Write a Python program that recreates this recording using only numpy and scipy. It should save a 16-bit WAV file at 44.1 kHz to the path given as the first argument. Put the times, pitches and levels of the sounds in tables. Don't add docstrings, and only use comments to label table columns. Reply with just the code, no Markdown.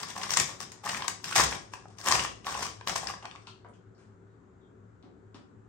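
import sys
import numpy as np
from scipy import signal
from scipy.io import wavfile
from scipy.ndimage import uniform_filter1d

SR = 44100
rng = np.random.default_rng(int(sys.argv[2]) if len(sys.argv) > 2 else 0)


def wav_record(signal):
    frames = np.transpose(np.atleast_2d(signal))
    bounded = np.clip(frames, -1, 1)
    quanta = np.round(bounded * 32767).astype(np.int16)
    wavfile.write(sys.argv[1], SR, quanta)


def gain_from_decibels(decibels):
    exponent = np.asarray(decibels, float) / 20
    return 10 ** exponent


N = 250488


def evened(x):
    return x / np.sqrt(np.mean(x ** 2) + 1e-20)


def read(points, hz):
    f, value = np.transpose(points)
    return np.interp(np.log(hz + 1), np.log(f + 1), value)


def add(mix, s, sound):
    part = mix[..., max(round(s * SR), 0):][..., :sound.shape[-1]]
    part += sound[..., :part.shape[-1]]


def resonate(x, hz, width):
    return signal.lfilter(*signal.iirpeak(hz, hz / width, SR), x)


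def modes(x, table):
    def ring(v):
        return sum((-1) ** k * gain_from_decibels(db) * resonate(v, hz, width) for k, (hz, width, db) in enumerate(table))
    return ring(x) / np.linalg.norm(ring(signal.unit_impulse(SR // 2)))


def ping(hz, width):
    t = np.arange(1500) / SR
    onset = 1 - np.exp(-t * hz * 5.0)
    ring = np.sin(2 * np.pi * hz * t) * onset * np.exp(-np.pi * width * t)
    return ring / abs(ring).max()


def colour(x, points, share=1):
    curve_db = np.maximum(read(points, abs(np.fft.fftfreq(4096, 1 / SR))), -80)
    log_gain = share * np.log(gain_from_decibels(curve_db))
    taps = np.fft.ifft(np.exp(np.conj(signal.hilbert(log_gain)))).real[:2048]
    return signal.oaconvolve(x, taps)[:x.shape[-1]]


def slips(count, spread_s, size_db):
    t = np.arange(2000) / SR
    when = rng.random(len(t)) < count / (spread_s * SR)
    size = gain_from_decibels(size_db * rng.standard_normal((3, len(t)))) * rng.choice([-1, 1], (3, len(t)))
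    shape = (1 - np.exp(-(t + 1 / SR) / 0.0004)) * np.exp(-t / spread_s)
    shared, sides = size[0], size[1:]
    burst = (when + 0.21) * (shared + 1.55 * sides) * shape
    return burst / np.linalg.norm(burst) * np.sqrt(2)


def crease(hz, peak_db, pan_db, dull_db=0, fold_ring=0):
    length_s = 0.0026 * np.exp(0.3 * rng.standard_normal())
    burst = slips(count=14, spread_s=np.clip(length_s, 0.0003, 0.009), size_db=2.5)
    dull = signal.lfilter(*signal.butter(2, 5500, fs=SR), burst)
    treble_db = dull_db - 14.5 + 4 * np.log2(hz / 4000)
    patch = dull + gain_from_decibels(treble_db + 11.5) * (burst - dull) + 2.41 * resonate(burst, hz, 1250.)
    if fold_ring:
        patch = patch + fold_ring * resonate(burst, hz, 280.)
    return gain_from_decibels(peak_db + 7.5) * gain_from_decibels([[pan_db / 2 - 0.5], [2.5 - pan_db / 2]]) * patch


# f/Hz, likeness [-1 to 1]
AIR_SAME = [(60, 0.43), (240, 0.68), (950, -0.14), (3770, 0.21), (15000, 0.085)]
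# f/Hz, level/dB [per Hz]
AIR = [(15, -53), (30, -39.5), (70, -21), (108, -8.5), (130, -11), (190, -12.5), (300, -10.5), (345, -19.5),
       (375, -7.5), (590, -23.5), (1440, -23.5), (2550, -42), (5500, -50.5), (7300, -42.5), (9500, -60.5),
       (16000, -64.5)]
# f/Hz, width/Hz, level/dB
HUM = [(47.3, 41, -72), (69.2, 14, -72.5), (105, 14.4, -59.5), (180, 24, -67.5), (214.4, 6.7, -69),
       (378.1, 18, -69.5)]


def air():
    frames, hz = N // 512 + 5, np.fft.rfftfreq(2048, 1 / SR)
    a, b, c, d, patches = rng.standard_normal((frames, 1025, 5)).T
    patches = uniform_filter1d(uniform_filter1d(patches, size=20, axis=0), size=8, axis=1)
    patches_db = 0.9 * evened(patches)
    same, left = np.clip(read(AIR_SAME, hz), -1, 1)[:, None], a + 1j * b
    right = same * left + np.sqrt(1 - same ** 2) * (c + 1j * d)
    z = np.array([left, right]) * gain_from_decibels(read(AIR, hz)[:, None] + patches_db)
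    wash = gain_from_decibels(-59.5) * evened(signal.istft(z, nperseg=2048, noverlap=1536)[1][:, :N])
    hum = np.zeros(N)
    for f, width, db in HUM:
        line = resonate(resonate(rng.standard_normal(N), f, width), f, width)
        hum += gain_from_decibels(db) * evened(line)
    return (wash + hum) * gain_from_decibels([[1.8], [-1.8]])


# t/s, hold/s, crackle level/dB, bag ring relative level/dB
GRIPS = [(0.0, 0.023, -36, -2), (0.085, 0.025, -44.5, -4.5), (0.164, 0.014, -41, 6),
         (0.218, 0.024, -37, -2.5), (0.292, 0.037, -35.5, -8.5), (0.374, 0.015, -23.5, -10),
         (0.469, 0.048, -44.5, 0.5), (0.607, 0.004, -40, -3), (.72, .012, -56, -17), (.855, 0.021, -39, 7),
         (.89, .012, -30.5, -22), (0.938, 0.022, -36, -1.5), (1, 0.036, -45, 10),
         (1.081, 0.00782, -39.5, -2), (1.249, 0.1, -40, 0), (1.363, 0.045, -20.5, -5.5),
         (1.514, 0.034, -36, 1.5), (1.732, .015, -49.5, 4), (1.99, .03, -49.5, 1.5),
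         (2.063, 0.088, -25.5, 1), (2.186, 0.055, -37.5, 1), (2.46, .03, -40, 8), (2.486, 0.18, -39.5, 2),
         (2.8, .012, -70, 15), (2.883, 0.01, -32, 3), (2.962, 0.0047, -29.5, -8), (3.018, 0.083, -43, 4.5),
         (3.23, 0.021, -55.5, 15.5), (3.305, 0.042, -64, 14.5), (3.478, .012, -61, 7)]


def handling():
    close_db_per_s, relax_db_per_s = 900, 381
    t = np.arange(0, N / SR + 0.01, 0.001)
    start, hold, level_db, ring_db = np.transpose(GRIPS)[..., None]
    closing_db = close_db_per_s * np.maximum(start - t, 0)
    relaxing_db = relax_db_per_s * np.maximum(t - start - hold, 0)
    grip_db = level_db - closing_db - relaxing_db
    creep = gain_from_decibels(-61.5 - 2.5 * t - relax_db_per_s * np.maximum(t - 3.45, 0)) ** 2
    fizz = (gain_from_decibels(grip_db) ** 2).sum(0) + creep
    ring = (gain_from_decibels(grip_db + ring_db) ** 2).sum(0) + creep * gain_from_decibels(9.0)

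    def lagged(lag_s):
        return signal.lfilter([t[1] / lag_s], [1, -np.exp(-t[1] / lag_s)], fizz) ** 0.72

    push = gain_from_decibels(-23) ** 2 * lagged(0.013)
    squeeze = gain_from_decibels(-28) ** 2 * lagged(0.034) * (t > 1.36)
    return [np.interp(np.arange(N) / SR, t, np.sqrt(power)) for power in (fizz, ring, push, squeeze)]


def small_creases():
    drift = uniform_filter1d(uniform_filter1d(rng.standard_normal(N), size=250), size=250)
    clumps = gain_from_decibels(4 * evened(drift))
    size = gain_from_decibels(2.73 * np.minimum(rng.exponential(1, N), 4)) * rng.choice([-1, 1], N)
    return size * clumps, rng.integers(0, 18, N)


def crackle(sizes, patch, fizz):
    train = evened(sizes * (rng.random(N) < 1800 / SR))
    crack = np.zeros((2, N))
    for k in range(18):
        burst = slips(count=2, spread_s=0.0005, size_db=9.0)[:, :300]
        burst = 0.94 * burst + 1.96 * resonate(burst, rng.uniform(2800, 9150), 970.0)
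        crack += signal.oaconvolve((train * (patch == k))[None], burst, axes=1)[:, :N]
    return crack * fizz * gain_from_decibels(-2.0)


# f/Hz, width/Hz, level/dB
BAG = [(587.4, 73, -14.5), (818, 110, -2), (1030, 190, 2.5), (1140, 110, 3), (1400, 180, -7),
       (1700, 67, -7)]


def bag_ring(sizes, patch, ringing):
    blows = evened(sizes * (rng.random(N) < 900 / SR)) * ringing * gain_from_decibels(-21.5)
    ring = np.zeros(N)
    for k, (hz, width, db) in enumerate(3 * BAG):
        panel = gain_from_decibels(db) * ping(hz * rng.uniform(0.935, 0.996), width)
        ring += signal.oaconvolve(blows * (patch == k), panel)[:N]
    return ring


# f/Hz, width/Hz, level/dB
ROOM_LOWS = [(63, 7, -1.5), (114, 27.2, 0.5), (152.9, 23, 4.5), (200, 44, -1)]
# f/Hz, width/Hz, level/dB
ROOM_UPPER_LOWS = [(235, 75.6, -4.5), (301, 41, 1.5), (392, 69, 0.5)]


def moved_air(pushing, squeezing):
    gusts = rng.standard_normal((3, N)) * pushing * gain_from_decibels(-2.5)
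    push = modes(gusts[0], ROOM_LOWS) + modes(gusts[1:], ROOM_UPPER_LOWS) * gain_from_decibels(-2.5)
    breath = modes(rng.standard_normal(N) * squeezing, [(66, 14, 0)])
    return push + resonate(breath, 65., 30.)


# f/Hz, t60/s
ROOM = [(60, 1), (300, 0.95), (800, 0.29), (2000, 0.36), (5500, 0.37), (9000, .3), (15000, 0.21)]


def tail():
    taps = np.zeros((2, SR // 2))
    slots = np.arange(160, SR // 2 - 20, 12)
    at = slots + rng.integers(0, 12, (2, len(slots)))
    np.put_along_axis(taps, at, rng.choice([-1., 1.], at.shape), 1)
    hz, t, z = signal.stft(taps, SR, nperseg=256)
    build = 1 - np.exp(-t / 0.0027)
    decay = gain_from_decibels(-60 * t / read(ROOM, hz)[:, None])
    out = signal.istft(z * build * decay, SR, nperseg=256)[1]
    return out / np.linalg.norm(out[0])


def room(x):
    turn = np.arange(N) / SR * 2 * np.pi * 7
    wet = np.zeros((2, N))
    for k in range(3):
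        feed = np.sqrt(2 / 3) * np.cos(turn + k * np.pi / 3)
        wet += signal.fftconvolve((x * feed)[None], tail(), axes=1)[:, :N]
    return wet


# t/s, peak level/dB, foil patch f/Hz, left-right level/dB
SNAPS = [(0.0317, -21.5, 4950, -3), (0.102, -27, 5580, 13), (0.163, -32.5, 2320, 9.5),
         (0.232, -18, 4470, 2.5), (0.3055, -16.5, 5524, 11.5), (0.3362, -10, 5890, 4.5),
         (0.371, -7.5, 7500, 10), (0.3988, -14, 6890, 19.5), (0.6034, -28.5, 5030, 18),
         (0.7184, -29, 6800, 5), (0.842, -33, 2433, 6), (0.8936, -20, 2990, 3.5), (0.9459, -24, 2178, 4.5),
         (1.0215, -22.5, 3506, 1.5), (1.0803, -13.5, 6870, 12.5), (1.242, -19, 5090, 3),
         (1.3266, -21.5, 3148, -4), (1.355, -15, 4300, -8.5), (1.381, -22, 2378, 7),
         (1.736, -36.5, 5850, 19), (1.9845, -35.5, 5030, 12), (2.013, -32, 4940, 8.5),
         (2.0596, -22, 5880, 7.5), (2.0852, -9, 7000, 2), (2.122, -9, 5060, 8.5),
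         (2.4669, -22.5, 3800, -2.5), (2.6354, -29, 6700, -1), (2.8733, -17, 3780, 4),
         (2.96, -17.5, 5900, 12.5), (3.0702, -20, 4800, 6)]


def snaps():
    crack = np.zeros((2, N))
    for s, peak_db, hz, pan_db in SNAPS:
        add(crack, s, crease(hz, peak_db, pan_db))
    return crack


# t/s, peak level/dB, f/Hz
POPS = [(0.036, -30.5, 1095), (0.164, -27.5, 1070), (0.218, -33.5, 1050), (0.267, -31.5, 1060),
        (0.294, -29, 1100), (0.37, -20, 1140), (0.493, -34.5, 1140), (0.605, -33, 1130),
        (0.867, -25.5, 1130), (0.932, -30.5, 1100), (1.022, -27, 1030), (1.082, -25.5, 1004),
        (1.39, -24, 818), (1.324, -25, 1500), (1.359, -21.5, 796), (1.398, -11.5, 1146), (1.522, -29, 920),
        (1.737, -30.5, 1018), (1.856, -40, 780), (2.062, -27.5, 1060), (2.088, -24.5, 1080),
        (2.123, -14, 1120), (2.249, -23, 1140), (2.468, -25, 1135), (2.551, -27, 904), (2.812, -36.5, 1006),
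        (2.873, -22, 1110), (2.959, -20.5, 1105), (3.138, -31, 1040), (3.252, -34, 840)]


def pops():
    out = np.zeros(N)
    for s, peak_db, hz in POPS:
        add(out, s, gain_from_decibels(peak_db - 2.0) * (ping(hz, 120.) + 0.45 * ping(1.6 * hz, 99.0)))
    return out


# t/s, peak level/dB, foil patch f/Hz
FOLDS = [(0.215, -29.5, 2330), (.2944, -29.5, 2600), (0.8752, -27, 1905), (.897, -26, 1922),
         (.947, -26.5, 1847), (1.005, -30, 2210), (1.242, -29.5, 2696), (1.3613, -13.5, 2640),
         (1.736, -33, 2595), (1.362, -20, 1846), (1.383, -18, 1800), (1.3957, -21.5, 1880),
         (1.5256, -26.5, 2350), (2.071, -21.5, 3100), (2.1522, -17.5, 2400), (2.1942, -15.5, 2900),
         (2.2493, -26.5, 2740), (2.445, -37, 3000), (2.5424, -27, 2800), (2.603, -45, 2470),
         (2.81, -38, 2430), (2.8952, -23, 3000), (3.0872, -27, 2650), (3.2255, -40, 2820),
         (3.254, -28.5, 2560), (3.312, -35, 2960), (3.359, -38.5, 2320)]


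def folds():
    crack = np.zeros((2, N))
    for s, peak_db, hz in FOLDS:
        add(crack, s, crease(hz, peak_db, pan_db=1.5, dull_db=-5.5, fold_ring=2.5))
    return crack


# t/s, peak level/dB, lowest f/Hz, highest f/Hz, length/ms
HIDDEN = [(3.471, -30.5, 2460, 4200, 3), (3.472, -44, 5540, 8500, 2.5), (3.474, -39.5, 895, 1400, 6.3),
          (3.647, -38.5, 540, 1200, 13), (3.648, -45, 1400, 2085, 6.6), (3.688, -51.5, 6980, 10030, 3.3),
          (3.735, -56.5, 2320, 3330, 14.4), (3.739, -53.5, 4490, 7590, 10), (3.95, -61, 4300, 5500, 14),
          (3.98, -61.5, 2483, 8460, 56), (3.99, -56.5, 890, 2250, 37), (5.027, -49.5, 2210, 4270, 5.7),
          (5.028, -57, 2490, 6200, 9.7), (5.035, -49, 200, 890, 34), (5.345, -40, 2313, 4280, 4.1),
          (5.347, -42, 1490, 6930, 11.3), (5.347, -41, 498, 1475, 15)]


def hidden():
    out, t = np.zeros(N), np.arange(6000) / SR
    for s, peak_db, low_hz, high_hz, ms in HIDDEN:
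        grit = rng.standard_normal(len(t)) * np.exp(-t * 1000 / ms)
        tick = 2.2 * np.exp(-ms / 14) * signal.unit_impulse(len(t))
        band = signal.butter(2, [low_hz, high_hz], "band", fs=SR, output="sos")
        burst = signal.sosfilt(band, grit / np.linalg.norm(grit) + tick)
        add(out, s, gain_from_decibels(peak_db) * burst / abs(burst).max())
    return out


# t/s, length/s, from f/Hz, to f/Hz, level/dB
CHIRPS = [
    (4.286, .06, 3900, 3600, -86),
    (4.603, 0.064, 3640, 3130, -75),
]


def bird():
    out = np.zeros(N)
    for s, length, from_hz, to_hz, db in CHIRPS:
        u = np.linspace(0, 1, round(length * SR))
        waver = evened(uniform_filter1d(rng.standard_normal(6000), size=150))[:len(u)]
        hz = from_hz + (to_hz - from_hz) * u + 180. * waver
        swell = np.sin(np.pi * u ** 0.72)
        add(out, s, gain_from_decibels(db) * np.sin(2 * np.pi * np.cumsum(hz) / SR) * swell)
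    return out


# t/s, peak level/dB, f/Hz
KNOCKS = [
    (5.04, -48, 261),
    (5.346, -45, 260),
]


def knocks():
    out = np.zeros(N)
    for s, peak_db, hz in KNOCKS:
        add(out, s, gain_from_decibels(peak_db) * ping(hz, 45.0))
    return out


# f/Hz, level/dB [per Hz]
FOIL = [(300, -19), (700, -7), (1300, -4), (1850, 0), (2300, -4), (3400, -8), (6700, -8.5), (8900, -11.5),
        (10000, -14.5), (12500, -16), (15500, -18), (17000, -30.5)]
# f/Hz, level/dB
LEFT_LOUDER = [(60, 2), (180, 2), (550, 3), (1650, 1), (4970, 10), (15000, 0)]


def scene():
    fizz, ringing, pushing, squeezing = handling()
    sizes, patch = small_creases()
    cracks = crackle(sizes, patch, fizz) + snaps() + folds()
    foil = np.array([colour(side, FOIL) for side in cracks]) * gain_from_decibels(8.5)
    ring = bag_ring(sizes, patch, ringing)
    flips, far = pops() + knocks(), hidden() + bird()
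    wet = room(gain_from_decibels(-1.5) * (foil.mean(0) + ring + flips) + far)
    direct = foil + ring + gain_from_decibels(2.0) * flips + gain_from_decibels(-3.0) * far
    left, right = direct + wet + moved_air(pushing, squeezing)
    right = np.roll(right, shift=3)
    return np.array([colour(left, LEFT_LOUDER, 0.46), colour(right, LEFT_LOUDER, -0.55)]) + air()


# f/Hz, level/dB
KEPT = [(9400, 30), (9640, -1), (10600, 6.5), (11000, 19), (12900, 12), (13300, -3), (14300, 0.5),
        (14700, 20), (15900, 21), (16300, -18)]


def starve(x):
    hz, t, z = signal.stft(x, SR, window="cosine", nperseg=2048)
    power = (abs(z) ** 2).mean(0)
    band = np.arange(len(hz)) // 16 * 16
    band_db = 10 * np.log10(uniform_filter1d(power, size=16, axis=0, origin=-8)[band] + 1e-20)
    treble_db = 10 * np.log10(power[140:420].mean(0) + 1e-20)
    attack_db = 9.0 * np.maximum(np.diff(treble_db, prepend=0) - 7.5, 0)
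    luck_db = 4.9 * rng.standard_normal(power.shape)[band]
    limit_db = np.maximum(treble_db - read(KEPT, hz[band])[:, None] - attack_db, -95.)
    keep = np.clip(band_db + luck_db - limit_db, 0, 1)
    keep[hz < KEPT[0][0]] = 1
    return signal.istft(z * keep, SR, window="cosine", nperseg=2048)[1][:, :N]


def band_limit(x):
    return signal.sosfilt(signal.butter(12, 16960, fs=SR, output="sos"), x)


def record(dry):
    cut = signal.sosfilt(signal.butter(2, 48., "high", fs=SR, output="sos"), dry)
    return band_limit(starve(cut))


dry = scene()
out = record(dry)
wav_record(out)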